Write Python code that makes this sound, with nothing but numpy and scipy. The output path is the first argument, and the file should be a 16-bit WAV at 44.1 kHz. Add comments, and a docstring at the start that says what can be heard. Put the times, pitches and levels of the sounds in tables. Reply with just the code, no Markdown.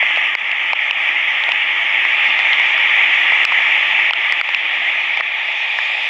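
"""From the start, a muddy river in flood rushes over boulders, heard through a phone held on the bank.
Masses of bubbles make the rush, over a deep churn, a thin spray and a faint rumble. Sharp little
knocks, likely from handling, begin at once and come and go; the phone's limiter turns the water down
after the loud ones. The phone turns toward the rapids, which are loudest at about 3 s. Then it turns
to a small cascade, whose splashing grows until the end at about 6 s."""
import sys
import numpy as np
from scipy import signal
from scipy.io import wavfile
from scipy.ndimage import uniform_filter1d, minimum_filter1d

SR = 44100
rng = np.random.default_rng(int(sys.argv[2]) if len(sys.argv) > 2 else 0)


def bounce(signal):
    """Save signal as a 16-bit WAV file at the path given by the first command-line argument."""
    frames = np.transpose(np.atleast_2d(signal))
    limited = np.clip(frames, -1, 1)
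    pcm = np.round(limited * 32767).astype(np.int16)
    wavfile.write(sys.argv[1], SR, pcm)


N = 268569

# How the rapids rise and fall as the phone turns toward them and away: time_s, level_db
RAPIDS_LOUDNESS = [(0, -2.5), (.25, -2.1), (.42, -5.7), (1.1, -3), (1.7, -3), (2.25, -1.23), (3.2, 0.33),
                   (4.05, -0.9), (4.5, -4.5), (4.9, -4.5), (5.35, -7.5), (6.09, -6.5)]
# How loud the cascade's splash is as it comes round to the front: time_s, level_db
CASCADE_LOUDNESS = [(0, -37.5), (1.8, -33), (2.3, -26), (4.4, -27.5), (5.4, -26), (5.8, -23.5),
                    (6.09, -22.5)]

# The tone of each part of the water, from low to high: pitch_hz, level_db
RUSH_TONE = [(1100, -34.5), (1480, -31), (1560, -14.5), (1890, 0.5), (2300, 2.5), (2780, -4), (3430, -10.5),
             (3620, -21), (3900, -39), (5300, -65.5)]  # the river's main voice
CHURN_TONE = [(255, -32.5), (320, -10.5), (370, -15.5), (434, -19.5), (510, -13), (678, -4.5), (739, -7),
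              (836, 2), (910, 1), (1000, -7.5), (1180, 1), (1480, -5.5), (1560, -22), (2000, -34.5)]  # the river's deep part
SPRAY_TONE = [(3400, -24.5), (4000, -3), (5500, -1.5), (6800, -6), (7800, -13), (8200, -19), (8550, -21),
              (9000, -30), (9650, -17), (10300, -24.5), (10900, -21.5), (11500, -32.5), (13500, -39.5),
              (15500, -40.5)]  # the river's thin top
SPLASH_TONE = [(1700, -28.5), (2150, -3), (2450, 10.5), (2950, -7), (3500, 1), (3900, -13.5), (4250, -22.5),
               (4600, -25), (5300, -34.5), (8000, -54.5)]  # water splattering off the boulder
HISS_TONE = [(3400, -14.5), (4200, -1.5), (5500, -4), (7000, -13.5), (8800, -29), (10000, -23.5),
             (13000, -42.5)]  # the cascade's high hiss
BOIL_TONE = [(300, -27), (360, -11.5), (440, -15), (650, -3), (870, 3.5), (1000, -8), (1400, -26.5)]  # bubbling below the cascade
RUMBLE_TONE = [(20, -25.5), (80, -28), (100, -27), (122, -35), (165, -29), (195, -10.5), (212, 3.5),
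               (235, 3), (262, -12), (320, -30)]  # the bass of plunging water

# Knocks on the phone, with base levels and pitches that knocks() shifts:
# start_s, tick_db, tick_hz, thud_db, thud_hz, snap_db
PHONE_KNOCKS = [ (.027, -11, 2100, -10.5, 690, -52), (.16, -7, 2430, -21, 1100, -38),
                (0.173, -9, 2340, -12, 666, -46), (0.351, 15, 2050, 3, 890, -6),
                (0.5151, -7, 2400, -33, 1140, -32.5), (.732, 10.5, 2240, 7.5, 844, -15),
                (0.9093, 8.5, 2540, -3, 930, -27), (1.4375, -10, 2960, -18.5, 1400, -35),
                (1.4896, -7, 2090, -8.5, 740, -40), (1.519, -0.5, 2580, -11.5, 980, -25),
                (2.05, -6, 2150, -10.5, 940, -36), (2.391, -2, 2240, -11.5, 784, -40),
                (2.5315, -3.5, 2910, -22, 940, -44), (2.598, -11, 1870, -11, 940, -26),
                (2.779, -3, 2180, -12, 1190, -34), (3.321, -16, 2310, -10.5, 840, -27),
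                (3.451, 13, 2480, 2, 1200, 0), (3.5208, -16, 2020, -6, 955, -26),
                (4.108, 11, 2500, 6.5, 840, -28), (4.134, 7, 2850, 1, 1260, -17),
                (4.323, 6, 1930, -25, 1400, -12.5), (4.4122, 13, 2070, 7.5, 1320, -7),
                (4.4902, -7, 2250, -11, 870, -42), (4.5461, 10, 2470, -9, 1080, -38),
                (5.173, -5, 2210, -15, 820, -42), (5.1995, -15, 2120, -14.5, 680, -41),
                (5.2073, 9.5, 1900, 5.5, 1124, -23), (5.7873, -3.5, 1760, -11, 1020, -28)]
# The high notes of the phone's case, also base values: pitch_hz, level_db, fade_s (time to drop 60 dB)
CLACK_NOTES = [(3320, 0.5, 0.0076), (4040, -8.5, 0.0055), (4500, 4.5, 0.0038)]
# The tone of a knock's bright edge: pitch_hz, level_db
SNAP_TONE = [(2000, -20.5), (3500, 2), (4800, -4), (6000, -11), (7800, -3.5), (9000, -28), (10000, -23),
             (12000, -29.5), (15000, -41)]


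def river(churn_db=-29, rush_db=-13.5, spray_db=-49):
    """Masses of popping bubbles make a low churn, a loud rush and a high spray that heave together."""
    rapids_db = level_over_time(RAPIDS_LOUDNESS)
    heave = surge(slow_hz=2.5, fast_hz=23.0)
    churn = patchy(bubbles(per_s=900, spread_db=0, wash_db=0), depth_db=0.85, patch_size=(6, 8))
    rush = patchy(bubbles(per_s=3600, spread_db=1, wash_db=3.5), depth_db=1.05)
    spray = patchy(bubbles(per_s=17000, spread_db=4.5, wash_db=5), depth_db=2)
    return (shaped(churn, CHURN_TONE, churn_db + 0.99 * rapids_db + 0.19 * heave)
            + shaped(rush, RUSH_TONE, rush_db + rapids_db + 0.12 * heave)
            + shaped(spray, SPRAY_TONE, spray_db + 0.93 * rapids_db + 0.45 * heave))


def cascade(hiss_db=-46, boil_db=-37):
    """Water splatters off a boulder and bubbles below it; its hiss is heard only from the front."""
    splash_db = level_over_time(CASCADE_LOUDNESS)
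    facing_db = splash_db - splash_db.max()  # zero when the phone faces the cascade
    splash = bubbles(per_s=2500, spread_db=4, wash_db=0)
    hiss = patchy(bubbles(per_s=5800, spread_db=3.5, wash_db=8.5), depth_db=4)
    boil = bubbles(per_s=810, spread_db=0.5, wash_db=0.5)
    return (shaped(splash, SPLASH_TONE, splash_db)
            + shaped(hiss, HISS_TONE, hiss_db + 2.2 * facing_db)
            + shaped(boil, BOIL_TONE, boil_db + 0.8 * facing_db))


def knocks(roughness=0.28, snap_fade_s=0.0091):
    """Each knock rings the phone's case with a tick and a thud; hard ones add a clack and a snap."""
    t = np.arange(SR // 20) / SR
    rise = 1 - np.exp(-t / 0.0004)
    # The highs of a knock arrive first and the lows trail, so its pitch sags a little.
    sag = 0.88 + 0.3 * np.exp(-t / 0.003)

    def ring(pitch_hz, level_db, fade_s):
        """One note of the case, dropping 60 dB in fade_s and roughened by the rattling contact."""
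        rattle = 1 + roughness * evened(uniform_filter1d(rng.standard_normal(len(t)), size=24))
        note = np.sin(2 * np.pi * np.cumsum(pitch_hz * sag) / SR)
        return rise * rattle * gain_of(level_db - 60 * t / fade_s) * note

    rings, snaps = np.zeros(N), np.zeros(N)
    for start_s, tick_db, tick_hz, thud_db, thud_hz, snap_db in PHONE_KNOCKS:
        tick = ring(tick_hz, tick_db + 3, fade_s=0.014)
        thud = ring(thud_hz, thud_db + 2, fade_s=0.012)
        low_thud = ring(0.84 * thud_hz, thud_db - 8, fade_s=0.0092)
        clack = gain_of(snap_db + 2) * sum(ring(*note) for note in CLACK_NOTES)
        snap = shaped(rng.standard_normal(len(t)), SNAP_TONE, snap_db - 8 - 60 * t / snap_fade_s)
        add(rings, start_s, tick + thud + low_thud + clack)
        add(snaps, start_s, snap)
    case_filter = signal.butter(4, [500, 5400], "bandpass", fs=SR, output="sos")
    return signal.sosfilt(case_filter, rings) + snaps


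def rumble(full_db=-56.5, gulp_db=9, lull_db=-1, softness_db=3):
    """Plunging water makes hollow bass gulps, which run together where the rapids are loud."""
    gulps_db = gulp_db * surge(slow_hz=3, fast_hz=12)
    swell_db = lull_db + 2.2 * level_over_time(RAPIDS_LOUDNESS) + gulps_db
    dip_db = softness_db * np.logaddexp(0, -swell_db / softness_db)  # keeps dips, flattens peaks
    return shaped(rng.standard_normal(N), RUMBLE_TONE, full_db - dip_db)


def bubbles(per_s, spread_db, wash_db):
    """Near bubbles pop at uneven strengths over the smooth wash of countless far ones."""
    strength = gain_of(spread_db * np.minimum(rng.exponential(1, N), 4))
    pops = strength * rng.choice([-1, 1], N) * (rng.random(N) < per_s / SR)
    return evened(pops) + gain_of(wash_db) * rng.standard_normal(N)


def patchy(sound, depth_db, patch_size=(12, 10)):
    """Clouds of like-sized bubbles come and go, so separate pitch ranges swell and fade."""
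    spectrum = signal.stft(sound, nperseg=1024, noverlap=768)[2]
    clouds = uniform_filter1d(rng.standard_normal(spectrum.shape), patch_size[0], axis=0)  # across pitch
    clouds = uniform_filter1d(clouds, patch_size[1], axis=1)  # across time
    spectrum *= gain_of(depth_db * evened(clouds))
    return signal.istft(spectrum, nperseg=1024, noverlap=768)[1][:N]


def surge(slow_hz, fast_hz, count=30):
    """The flow heaves at random: many waves added up, the slow ones strongest."""
    t = np.linspace(0, N / SR, N // 100)
    rates_hz = np.geomspace(slow_hz, fast_hz, count)
    waves = sum(np.sin(2 * np.pi * (hz * t + rng.random())) / np.sqrt(hz) for hz in rates_hz)
    return np.interp(np.arange(N) / SR, t, evened(waves))


def shaped(sound, tone, level_db, size=4096):
    """Gives a sound the tone in a table, then sets its level."""
    tone_hz, tone_db = np.transpose(tone)
    hz = abs(np.fft.fftfreq(size, 1 / SR)) + 1  # the 1 avoids the log of zero
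    log_gain = np.log(gain_of(np.interp(np.log(hz), np.log(tone_hz + 1), tone_db)))
    # Pitches beyond either end of the table fade away.
    low_cut = np.clip(hz / max(tone_hz[0], 1), 0, 1)
    high_cut = np.clip(tone_hz[-1] / hz, 0, 1) ** 2
    log_gain += 2 * np.log(low_cut * high_cut)
    # This makes each pop ring after it happens, not before.
    ring = np.fft.ifft(np.exp(np.conj(signal.hilbert(log_gain)))).real
    return evened(signal.oaconvolve(sound, ring)[:len(sound)]) * gain_of(level_db)


def level_over_time(rows):
    """Joins a table's levels with straight lines."""
    time_s, level_db = np.transpose(rows)
    return np.interp(np.arange(N) / SR, time_s, level_db)


def gain_of(db):
    """Turns decibels into a number to multiply by."""
    return 10 ** (np.asarray(db) / 20)


def evened(sound):
    """Scales a sound to an average strength (rms) of one."""
    return sound / np.sqrt(np.mean(sound ** 2) + 1e-20)


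def add(mix, start_s, sound):
    """Lays a sound into the mix at start_s."""
    part = mix[round(start_s * SR):][:len(sound)]
    part += sound[:len(part)]


def held(over_db, db_per_s):
    """Holds each peak and lets it fall at a steady rate."""
    fall_db = np.arange(N) * db_per_s / SR
    return np.maximum.accumulate(over_db + fall_db) - fall_db


def limiter(sound, ceiling_db=-1.6, slow_share=0.2, ahead_samples=120):
    """Turns the sound down just before a loud peak; most of it comes back quickly, the rest slowly."""
    over_db = np.maximum(20 * np.log10(abs(sound) + 1e-9) - ceiling_db, 0)
    over_db = -minimum_filter1d(-over_db, 2 * ahead_samples)  # the biggest peak nearby
    cut_db = np.maximum(held(over_db, db_per_s=520), held(slow_share * over_db, db_per_s=22))
    smooth_cut_db = uniform_filter1d(uniform_filter1d(cut_db, ahead_samples), ahead_samples)
    return sound * gain_of(-smooth_cut_db)


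def scene():
    """The water and the knocks reach one microphone."""
    return (river() + cascade() + rumble() + knocks())[None]


def record(dry):
    """The phone holds down loud peaks, then cuts off the very highest pitches."""
    low_pass = signal.firwin(511, cutoff=15700, window=("kaiser", 9), fs=SR)
    return signal.oaconvolve(limiter(dry[0]), low_pass, "same")[None]


dry = scene()
out = record(dry)
bounce(out)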